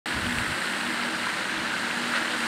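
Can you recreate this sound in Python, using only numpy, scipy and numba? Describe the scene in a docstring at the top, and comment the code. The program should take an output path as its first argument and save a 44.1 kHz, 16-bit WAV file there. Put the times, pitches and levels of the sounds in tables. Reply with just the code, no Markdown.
"""Fountain in a park pond

Heard from the bank, the spray falls back as thousands of drop impacts and tiny ringing bubbles a second,
with a few heavier plops and a fine hiss of mist on top. A motor, probably the pump, hums underneath.
A light breeze buffets the mono microphone, mostly in the first half second."""
import sys
import numpy as np
from scipy import signal
from scipy.fft import rfft, irfft, next_fast_len
from scipy.io import wavfile
from numba import njit

SR = 44100
rng = np.random.default_rng(int(sys.argv[2]) if len(sys.argv) > 2 else 0)


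def materialize(psi):
    """Save the field psi as 16-bit PCM at rate SR to the path in sys.argv[1].

    A 1-D psi becomes a single channel; in a 2-D psi each row is a channel.
    """
    bounded = np.clip(np.atleast_2d(psi).T, -1, 1)
    quanta = np.round(bounded * 32767).astype(np.int16)
    wavfile.write(sys.argv[1], SR, quanta)


N = 108927

# tone colour of the falling water (frequency [Hz], gain [dB])
SPLASH_EQ = [(210, -34.5), (350, -8), (423, -10), (581, -6), (714, -8.5), (936, -5), (1110, -7),
             (1390, -1.5), (1580, -0.5), (2070, -4.5), (2380, -9), (2790, -7), (3600, -12), (4020, -10),
             (4570, -13.5), (5020, -17.5), (6270, -22.5), (8750, -19), (11100, -32.5), (13900, -36.5),
             (15500, -43)]
# swells in the falling water (time [s], splash gain [dB], mist gain [dB])
WATER_SWELLS = [(.06, 0.5, .3), (.22, -.1, 1.8), (.38, 0.3, 4), (.5, -.5, 1.5), (.95, 0.5, 0.2),
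                (1.48, -0.14, -1.5), (1.68, 0.3, -1.1), (1.82, -0.2, -.7), (2.125, 1.25, .2), (2.16, 4, .6),
                (2.195, 0.5, -0.2), (2.46, 1.5, 2.3)]
# ride on one band of the hiss (time [s], gain [dB])
HISS_BAND_RIDE = [(.06, -2.5), (.6, -2.5), (1.1, -0.5), (1.6, 1.5), (2.46, 0)]
# low murmur of the motor and the open air (frequency [Hz], gain [dB])
MURMUR_EQ = [(20, -39), (35, -35), (55, -13), (100, -9), (170, -1), (230, -1.5), (310, 4.5), (380, -3),
             (480, -15), (900, -53.5)]
# the motor's low, middle and high tones (pitch [Hz])
MOTOR_PITCHES = [198.5, 238.4, 319.1]
# balance of those three tones (gain [dB])
MOTOR_TRIMS = [-0.5, 1, -1]
# fader rides of the three tones, ahead of trim and waver (time [s], level [dB])
LOW_TONE_RIDE = [(.1, -48.5), (.9, -43), (1.4, -50), (1.55, -46), (2.45, -48.5)]
MID_TONE_RIDE = [(0.08, -47.5), (0.29, -35.5), (0.58, -48.5), (0.91, -40), (0.99, -43), (1.08, -39),
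                 (1.11, -44.5), (1.41, -47.5), (1.45, -67), (1.53, -36), (1.6, -60), (1.64, -39),
                 (1.77, -58), (1.85, -35.5), (1.93, -46.5), (2.02, -36), (2.25, -42.5), (2.45, -40)]
HIGH_TONE_RIDE = [(0.08, -41), (0.19, -39.5), (0.24, -49), (0.72, -56), (0.73, -57), (0.93, -41.5),
                  (0.96, -56), (1.11, -41.5), (1.5, -51), (1.58, -34.5), (1.68, -55), (2.22, -43),
                  (2.32, -64), (2.45, -42)]
# heavier drops that stand out (time [s], pitch [Hz], gain [dB], decay [cycles])
HEAVY_DROPS = [(.131, 2780, -15, 2), (0.267, 2940, -14, 1.3), (0.3856, 2440, -7, 1.25),
               (.527, 1520, -18.5, 4.9), (1.270, 1020, -15.5, 2), (1.276, 1660, -16, 2.2),
               (1.767, 2730, -22, 5.4), (1.9112, 2560, -9, 1.3), (2.138, 1380, -13.5, 3.1),
               (2.180, 1590, -18, 3.7), (2.406, 2770, -18, 3)]
# puffs of wind on the microphone (centre time [s], half length [s], level [dB])
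WIND_PUFFS = [(0.163, 0.031, -36.5), (0.254, 0.041, -34), (0.38, 0.039, -32.5), (0.514, 0.036, -35.5),
              (.875, 0.025, -51), (1.59, 0.042, -47.5)]
# tone colour of the puffs (frequency [Hz], gain [dB])
WIND_EQ = [(20, -18), (45, 0.5), (90, 5.5), (150, 3.5), (230, -1), (500, -42)]


def undb(db):
    """Decibels to gain."""
    return 10 ** (np.asarray(db) / 20)


def level(x, db):
    """Set the rms level."""
    return x * undb(db) / np.sqrt(np.mean(x ** 2))


def colour(x, points, low_hz=0):
    """Minimum-phase EQ through (Hz, dB) points, with a steep low cut under low_hz."""
    size = next_fast_len(2 * N)
    hz = np.maximum(np.fft.rfftfreq(size, 1 / SR), 1)
    point_hz, point_db = np.array(points, float).T
    gain = undb(np.interp(np.log(hz), np.log(point_hz), point_db))
    gain /= np.hypot(1, (low_hz / hz) ** 4)
    cepstrum = irfft(np.log(gain + 1e-6), size)
    cepstrum[1:size // 2] *= 2  # folded forward, so nothing rings ahead of a hit
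    cepstrum[size // 2 + 1:] = 0
    return irfft(rfft(x, size) * np.exp(rfft(cepstrum)), size)[:N]


def wander(per_s):
    """Smooth random modulation with about per_s turns a second and an rms of 1."""
    hz = np.fft.rfftfreq(N, 1 / SR)
    smoothing = np.exp(-(2 * hz / per_s) ** 2) * (hz > 0)
    return level(irfft(rfft(rng.standard_normal(N)) * smoothing, N), 0)


def drop_hits(per_s, spread_db):
    """Clicks of drops landing at random moments: many small, few large."""
    lands = rng.random(N) < per_s / SR
    size = np.minimum(rng.exponential(size=N), 5)
    return lands * undb(spread_db * size) * rng.choice([-1, 1], N)


@njit
def ring(hits, hz, cycles, rise):
    """Each hit starts a damped sine whose pitch rises as the bubble nears the surface."""
    out = np.zeros(len(hits))
    for i in range(len(hits)):
        if hits[i] != 0:
            decay_samples = cycles[i] * SR / hz[i]
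            for j in range(min(int(5 * decay_samples), len(hits) - i)):
                age = j / decay_samples
                phase = 2 * np.pi * cycles[i] * age * (1 + rise * age / 2)
                out[i + j] += hits[i] * np.exp(-age) * np.sin(phase)
    return out


def bubbles(per_s, spread_db, low_hz, high_hz, typical_cycles):
    """Bubbles ring at random pitches; the higher and shorter ones are struck harder."""
    hz = low_hz * (high_hz / low_hz) ** rng.random(N)
    cycles = typical_cycles * 2 ** rng.uniform(-1.15, 1, N)
    hits = drop_hits(per_s, spread_db) * hz / np.sqrt(cycles)
    return colour(ring(hits, hz, cycles, rise=0.04), SPLASH_EQ)


def spray(t, mist_above_hz=6500):
    """Sharp drop impacts, a fizz of small bubbles and a patter of larger ones that ring longer."""
    impacts = colour(drop_hits(per_s=9000, spread_db=1.5), SPLASH_EQ, low_hz=335)
    fizz = bubbles(per_s=2600, spread_db=3.5, low_hz=702, high_hz=5080, typical_cycles=3.3)
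    patter = bubbles(per_s=170, spread_db=2, low_hz=1257, high_hz=2324, typical_cycles=9.3)
    water = level(impacts, -31) + level(fizz, -36) + level(patter, -39)
    high_pass = signal.butter(4, mist_above_hz, "high", fs=SR, output="sos")
    mist = signal.sosfiltfilt(high_pass, water)
    splash = water - mist
    times, splash_db, mist_db = np.array(WATER_SWELLS).T
    surge_db = 0.45 * wander(per_s=78)  # the water comes down in uneven sheets
    shimmer_db = 2 + 0.5 * wander(per_s=15)  # the mist is lifted a little and flickers
    splash *= undb(np.interp(t, times, splash_db) + surge_db)
    mist *= undb(np.interp(t, times, mist_db) + shimmer_db)
    return splash + mist


def hiss_hollow(water, t, band_hz=(5900, 7200)):
    """One band of the hiss starts scooped out and slowly fills in."""
    band = signal.sosfiltfilt(signal.butter(2, band_hz, "band", fs=SR, output="sos"), water)
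    gain = undb(np.interp(t, *np.array(HISS_BAND_RIDE).T))
    return water + band * (gain - 1)


def motor(t, pitch_drift=0.01, waver_db=1.9, waver_per_s=24.7):
    """The motor hums in three tones that waver in pitch and level, over a bed of low murmur."""
    out = level(colour(rng.standard_normal(N), MURMUR_EQ), -42)
    rides = (LOW_TONE_RIDE, MID_TONE_RIDE, HIGH_TONE_RIDE)
    for hz, trim_db, ride in zip(MOTOR_PITCHES, MOTOR_TRIMS, rides):
        drifting_hz = hz * (1 + pitch_drift * wander(waver_per_s))
        tone = np.sin(2 * np.pi * np.cumsum(drifting_hz) / SR)
        ride_db = np.interp(t, *np.array(ride).T) + waver_db * wander(waver_per_s)
        out += level(tone, trim_db - 1) * undb(ride_db)
    return out


def plops(t, attack_cycles=0.35):
    """Heavier drops hit the pond, each ringing for just a few cycles."""
    out = np.zeros(N)
    for start, hz, db, decay_cycles in HEAVY_DROPS:
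        cycles = np.maximum(t - start, 0) * hz
        envelope = (1 - np.exp(-cycles / attack_cycles)) * np.exp(-cycles / decay_cycles)
        out += undb(db) * envelope * np.sin(2 * np.pi * cycles)
    return out


def breeze(t):
    """Puffs of air push on the microphone as soft, low thumps."""
    puffs = sum(undb(db) * np.exp(-((t - centre) / half) ** 2) for centre, half, db in WIND_PUFFS)
    return puffs * level(colour(rng.standard_normal(N), WIND_EQ), 0)


def scene():
    """Water, motor and breeze meet at one microphone, the same in both ears."""
    t = np.arange(N) / SR
    mono = hiss_hollow(spray(t), t) + motor(t) + plops(t) + breeze(t)
    mono *= t >= 0.058  # hard cut in
    return np.array([mono, mono])


def record(dry, top_hz=15700):
    """A steep low-pass shaves off the very top of the mix."""
    return signal.sosfilt(signal.ellip(12, 0.1, 80, top_hz, fs=SR, output="sos"), dry)


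dry = scene()
out = record(dry)
materialize(out)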